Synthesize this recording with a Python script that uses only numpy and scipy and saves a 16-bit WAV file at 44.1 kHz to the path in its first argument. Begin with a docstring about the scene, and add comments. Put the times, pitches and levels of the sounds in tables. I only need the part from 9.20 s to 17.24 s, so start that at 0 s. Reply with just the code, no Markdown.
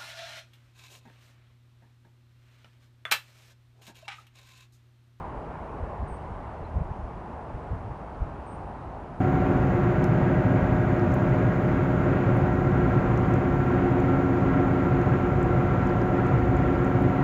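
"""Inside a car at near-steady speed on a country road, a worn wheel bearing hums, heard in the cabin.
Its balls roll over pitted outer and inner races and sound two stacks of tones, whose balance
shifts with the side load in a bend. Behind it the engine drones as a stack of tones, noise from tyres
and road rumbles and roars through the cabin's resonances, and bits of plastic tick faintly as short
bursts of crackle. The microphone lays a faint hiss over it all."""
import sys
import numpy as np
from scipy import signal
from scipy.fft import rfft, irfft, next_fast_len
from scipy.io import wavfile
from scipy.ndimage import uniform_filter1d

SR = 44100
rng = np.random.default_rng(int(sys.argv[2]) if len(sys.argv) > 2 else 0)


def generate_wav(signal):
    """Clip the signal to [-1, 1] and save it as 16-bit WAV at the path in sys.argv[1]."""
    frames = np.transpose(np.atleast_2d(signal))
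    scaled = np.clip(frames, -1, 1) * 32767
    pcm = np.round(scaled).astype(np.int16)
    wavfile.write(sys.argv[1], SR, pcm)


N = 354431
TIME = np.arange(N) / SR  # s
BINS = np.maximum(np.arange(N // 2 + 1) * SR / N, 1)  # Hz, kept off zero for the log axis

# microphone hiss: f/Hz, level/dB per Hz
HISS_SPECTRUM = [(2000, -109), (5500, -105), (6400, -101.5), (6950, -99.5), (7400, -105), (8000, -119),
                 (9800, -116), (12000, -111.3), (16000, -110.3)]
# plastic ticks: t/s, peak level/dB, centre f/Hz, width/Hz
PLASTIC_TICKS = [(.842, -32, 5500, 2500), (0.842, -42, 11000, 5000), (1.797, -45, 5500, 2500),
                 (1.92, -46, 6000, 3000), (1.928, -51, 8000, 7000), (1.941, -40.5, 7000, 2000),
                 (1.944, -45, 12500, 4000), (2.094, -47, 5500, 2500), (3.171, -46, 11000, 7000),
                 (3.975, -43, 6500, 2000), (4.139, -42, 6600, 1800), (4.802, -47, 6800, 1200),
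                 (5.815, -48, 6800, 1400), (6.229, -45, 7000, 1200), (6.672, -46, 6500, 1800),
                 (6.694, -50, 4700, 400), (6.816, -45, 5400, 1590), (7.067, -49, 7000, 1200),
                 (7.368, -46, 6800, 1200), (7.43, -53, 4600, 700), (7.552, -53, 4600, 700),
                 (7.647, -46, 6950, 1200), (7.823, -45, 12000, 8000)]
# road noise through the body, before the low bands are levelled: f/Hz, level/dB per Hz
ROAD_SPECTRUM = [(10, -74), (26, -73), (38, -60), (75, -62.5), (110, -49.5), (165, -52.5), (200, -60.5),
                 (380, -57.5), (450, -64), (800, -65), (1500, -68.5), (2200, -75), (3200, -89.5),
                 (5000, -105), (8000, -128)]
# cabin and tyre resonances: f/Hz, width/Hz, lift/dB
CABIN_RESONANCES = [(43, 10, 10), (60, 9, 12.5), (100, 12, 3), (120.5, 13, 6.5), (138, 20, 4.5),
                    (164, 14, 0.5), (208.5, 5.3, 5.5), (242, 18, 7), (264, 26, 3.5), (291, 20, 4),
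                    (350.5, 22, 8), (390, 32, 1.5), (552, 28, 6), (602, 24, 6), (768, 40, 4.5),
                    (1346, 44, 4.5), (1632, 11, 6.5), (1740, 110, -3.5), (1880, 64, 3), (2330, 20, -2)]
# out-of-round tyres, before the low bands are levelled: multiple of the wheel rate, level/dB
TYRE_TONES = [(4, -48), (6, -40), (9, -41.5), (10, -42.5), (11, -37.5), (12, -38.5), (15, -40)]
# coarseness of the asphalt: t/s, tyre rumble level/dB before trim and patches
ASPHALT_RUMBLE = [(0, -27), (.5, -28), (.9, -24.5), (2.4, -26), (4.3, -25.5), (4.75, -29), (5.5, -27.5),
                  (8, -28)]
# rough patches that make the tyres surge: t/s at the middle, length/s, lift/dB
ROUGH_PATCHES = [(.95, .2, 1.5), (2.15, .35, 2.5), (5.85, .25, 3), (7.13, .16, 5.5), (7.83, .2, 4)]
# long dips in the road that set the cabin booming: t/s at the deepest, length/s, lift/dB
ROAD_DIPS = [(.4, .6, 5.5), (1.53, .35, 6), (3.65, 1, 6), (6.4, .75, 6), (7.4, .7, 9.5)]
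# engine tones, before throttle: multiple of the four-stroke cycle rate, level/dB
ENGINE_TONES = [(4, -36.5), (8, -42), (11, -43), (12, -41), (13, -46), (15, -50), (16, -35.5), (19, -48.5),
                (24, -50.5), (25, -51), (28, -55.5), (29, -52), (32, -50), (40, -56), (48, -55.5)]
# engine effort: t/s, lift/dB
THROTTLE_EFFORT = [(0, -1), (1, 0), (2, -1.5), (3.8, -2.5), (4.5, 1.5), (6.5, 1.5), (8, -6)]
# wheel speed: t/s, turns per second
WHEEL_SPEED = [(0, 10.608), (1, 10.605), (2, 10.596), (3, 10.59), (4, 10.565), (5, 10.518), (6, 10.497),
               (7, 10.497), (8, 10.486)]
# side load on the bearing: t/s, load 0-1
SIDE_LOAD = [(0, 0.9), (.35, 0.4), (.7, 0.53), (1.2, 0), (2, 0), (3, 0.53), (4, 0.72), (4.7, 0.89),
             (6.5, 0.9), (8, 1)]
# outer race tones: multiple of its ball-pass rate, unloaded level/dB, loaded level/dB
OUTER_TONES = [(2, -36.5, -32.5), (3, -39, -40.5), (4, -38, -35), (5, -37, -40), (6, -43.5, -46.5),
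               (7, -44, -41.5), (8, -48, -48), (9, -36.5, -46), (10, -54.5, -57), (11, -44.5, -39),
               (12, -58.5, -54.5), (13, -47, -56.5), (14, -48, -49.5), (15, -61.5, -49.5), (16, -58.5, -50),
               (17, -54.5, -53.5), (18, -55, -67), (19, -54, -74), (20, -61, -46.5), (21, -52, -62),
               (22, -52, -53.5), (24, -49.5, -55.5), (28, -59, -65.5), (30, -63.5, -63.5), (35, -66, -72.5)]
# inner race tones: multiple of its ball-pass rate, sideband/wheel turns,
# unloaded level/dB, loaded level/dB
INNER_TONES = [(1, 1, -45.5, -52.5), (2, -1, -33.5, -38.5), (2, 0, -41.5, -48.5), (2, 1, -32.5, -34),
               (3, -1, -39, -39), (3, 0, -47, -36.5), (3, 1, -46, -47.5), (4, 0, -43, -33),
               (5, -1, -58, -50), (6, -1, -52.5, -53), (6, 1, -51.5, -52.5), (6, 2, -51.5, -52),
               (7, 0, -46.5, -63.5), (8, -1, -61.5, -51), (8, 0, -41.5, -44), (9, 0, -55, -58.5),
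               (9, 1, -53, -60.5), (15, -2, -60.5, -52), (15, 0, -65, -52.5), (15, 1, -69.5, -55.5),
               (15, 2, -63, -44), (16, 0, -52.5, -57), (18, -2, -56.5, -63), (18, -1, -55, -60.5)]
# howl in the middle of the hum: t/s, lift/dB
HOWL_LIFT = [(0, 5), (.3, 4), (.8, -0.5), (1.5, 2), (2.6, -4), (3.4, 1.5), (5.5, 0), (8, 1)]
# swells of the low note of the hum: t/s at the middle, length/s, lift/dB
MOAN_SWELLS = [(1.3, 1, 2.5), (5.3, 1.4, 2)]

BALLS, OUTER_PASSES = 15, 6.4337  # balls; ball passes on the outer race per wheel turn
ENGINE_CYCLES = 2.0952  # four-stroke cycles per wheel turn
IN_STEP_S = 5.25  # moment from which the wheel turns are counted
HOWL_HZ, HOWL_WIDTH_HZ = 736, 90
MOAN_HZ, MOAN_WIDTH_HZ = 270, 30
BOOM_DB, SHUDDER_DB = -39.5, -41.5  # air boom on level road; deeper shudder of the body
SWELL_S = 0.28  # shudder, boom and rumble flicker freely within this time
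TOP_HZ = 15700


def undb(db):
    """Decibels to gain."""
    return 10 ** (np.asarray(db) / 20)


def curve(rows):
    """Rows of (t/s, value) joined by straight lines."""
    return np.interp(TIME, *np.transpose(rows))


def arches(rows):
    """Rows of (t/s at the middle, length/s, lift/dB): each swells and fades as one smooth arch."""
    lift_db = 0
    for middle, length, db in rows:
        place = np.clip((TIME - middle) / length, -.5, .5)
        lift_db = lift_db + db * np.cos(np.pi * place)
    return lift_db


def walk(rate):
    """Smooth chance through `rate` random values a second, with a spread near 1."""
    knots = rng.standard_normal(512)
    fine = signal.resample(knots, 8 * len(knots))
    return np.interp(TIME * rate * 8, np.arange(len(fine)), fine)


def contour(points):
    """Rows of (f/Hz, level/dB) joined on a log-frequency axis."""
    hz, db = np.transpose(points)
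    return np.interp(np.log(BINS), np.log(hz), db)


def bell(hz, centre_hz, width_hz):
    """Shape of a resonance: 1 at its centre, a half at the edges of its width."""
    return 1 / (1 + (2 * (hz - centre_hz) / width_hz) ** 2)


def noise(density_db):
    """Random noise with the given level per Hz."""
    size = next_fast_len(N)
    gain = np.interp(np.arange(size // 2 + 1) * SR / size, BINS, undb(density_db))
    spectrum = rfft(rng.standard_normal(size)) * gain
    return irfft(spectrum, size)[:N] * np.sqrt(SR / 2)


def tone(cycles, db, lag):
    """A sine of the given rms level that follows a count of cycles."""
    return np.sqrt(2) * undb(db) * np.sin(2 * np.pi * (cycles - lag))


def split(x, hz):
    """The parts of a sound below and above a frequency."""
    low_pass = signal.butter(4, hz, fs=SR, output="sos")
    low = signal.sosfiltfilt(low_pass, x, padtype="even")
    return low, x - low


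def swell(x, db):
    """Bring the short-term level of a sound onto a level curve."""
    span = int(SWELL_S * SR)
    power = uniform_filter1d(uniform_filter1d(x ** 2, size=span), size=span)
    return x * undb(db) / np.sqrt(power)


def ticks(decay_s=0.00062):
    """Plastic parts slip against each other: a millisecond of crackle in one broad resonance."""
    out = np.zeros(N)
    age = np.arange(SR // 50) / SR
    for s, db, hz, width in PLASTIC_TICKS:
        band = np.clip([hz - width / 2, hz + width / 2], 500, .45 * SR)
        resonance = signal.butter(2, band, "bandpass", fs=SR, output="sos")
        crackle = rng.standard_normal(len(age)) * np.exp(-age / decay_s)
        tick = signal.sosfilt(resonance, crackle)
        start = int(s * SR)
        out[start:start + len(age)] += undb(db) * tick / np.abs(tick).max()
    return out


def tyres(turns, bounce_db=3, bounce_rate=4, scrub_cycles=.1):
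    """Out-of-round tyres shake the body at multiples of the wheel rate, unsteadily as they bounce."""
    shake = 0
    for multiple, db in TYRE_TONES:
        cycles = multiple * turns + scrub_cycles * walk(bounce_rate)
        shake = shake + tone(cycles, db + bounce_db * walk(bounce_rate), rng.random())
    return shake


def road(turns, shudder_hz=51, boom_hz=78, rumble_hz=200, throb=0.028, roar_waver_db=0.7,
         rumble_trim_db=-0.24, patchy_db=0.7, patch_rate=7):
    """Asphalt and tyres excite the cabin: shudder, boom in dips, rumble, a roar throbbing each turn."""
    body_db = contour(ROAD_SPECTRUM)
    for hz, width, db in CABIN_RESONANCES:
        body_db = body_db + db * bell(BINS, hz, width)
    bass, rest = split(noise(body_db) + tyres(turns), boom_hz)
    shudder, boom = split(bass, shudder_hz)
    rumble, roar = split(rest, rumble_hz)
    wheel_throb = 1 + throb * np.sin(2 * np.pi * turns)
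    roar = roar * undb(roar_waver_db * walk(6)) * wheel_throb
    grain_db = curve(ASPHALT_RUMBLE) + arches(ROUGH_PATCHES) + patchy_db * walk(patch_rate)
    shudder = swell(shudder, SHUDDER_DB)
    boom = swell(boom, BOOM_DB + arches(ROAD_DIPS))
    rumble = swell(rumble, rumble_trim_db + grain_db)
    return shudder + boom + rumble + roar


def engine(turns, waver_db=.9, waver_rate=2.5):
    """Four cylinders geared to the wheels; unequal firings fill in between the main orders."""
    drone = 0
    for multiple, db in ENGINE_TONES:
        cycles = multiple * ENGINE_CYCLES * turns
        drone = drone + tone(cycles, db + waver_db * walk(waver_rate), rng.random())
    return drone * undb(curve(THROTTLE_EFFORT))


def bearing(turns, load, slip_passes=0.0064, slip_rate=3, flutter_db=1.0, flutter_rate=5):
    """Balls pass the pits of both races; the inner pit turns through the loaded zone: sidebands."""
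    # the cage slips a little: passes lost on one race are gained on the other
    outer = OUTER_PASSES * turns + slip_passes * walk(slip_rate)
    inner = BALLS * turns - outer
    partials = [(k * outer, free, pressed) for k, free, pressed in OUTER_TONES]
    for k, side, free, pressed in INNER_TONES:
        partials.append((k * inner + side * turns, free, pressed))
    # the body delays each pitch differently; near-equal pitches of the two races
    # share a delay and beat slowly
    lags = rng.random(512)
    hum, howl_db, moan_db = 0, curve(HOWL_LIFT), arches(MOAN_SWELLS)
    for cycles, free_db, pressed_db in partials:
        strength = (1 - load) * undb(free_db) + load * undb(pressed_db)
        per_turn = round(np.ptp(cycles) / np.ptp(turns))
        hz = np.ptp(cycles) / TIME[-1]
        lift_db = howl_db * bell(hz, HOWL_HZ, HOWL_WIDTH_HZ)
        lift_db = lift_db + moan_db * bell(hz, MOAN_HZ, MOAN_WIDTH_HZ)
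        flutter = flutter_db * walk(flutter_rate)
        hum = hum + strength * tone(cycles, lift_db + flutter, lags[per_turn])
    return hum


def scene():
    """All that rotates follows the wheels, counted from a moment when both races are struck in step."""
    turns = np.cumsum(curve(WHEEL_SPEED)) / SR
    turns = turns - turns[int(IN_STEP_S * SR)]
    load = np.clip(curve(SIDE_LOAD), 0, 1)
    cabin = ticks() + road(turns) + engine(turns) + bearing(turns, load)
    return cabin[None]  # one microphone channel


def record(dry):
    """The microphone adds its faint hiss; the ends are eased and the top is cut."""
    ease = np.clip(np.minimum(TIME, TIME[-1] - TIME) / .006, 0, 1)
    heard = ease * (dry + noise(contour(HISS_SPECTRUM)))
    top_cut = signal.ellip(10, .1, 80, TOP_HZ, fs=SR, output="sos")
    return signal.sosfilt(top_cut, heard)


dry = scene()
out = record(dry)
generate_wav(out)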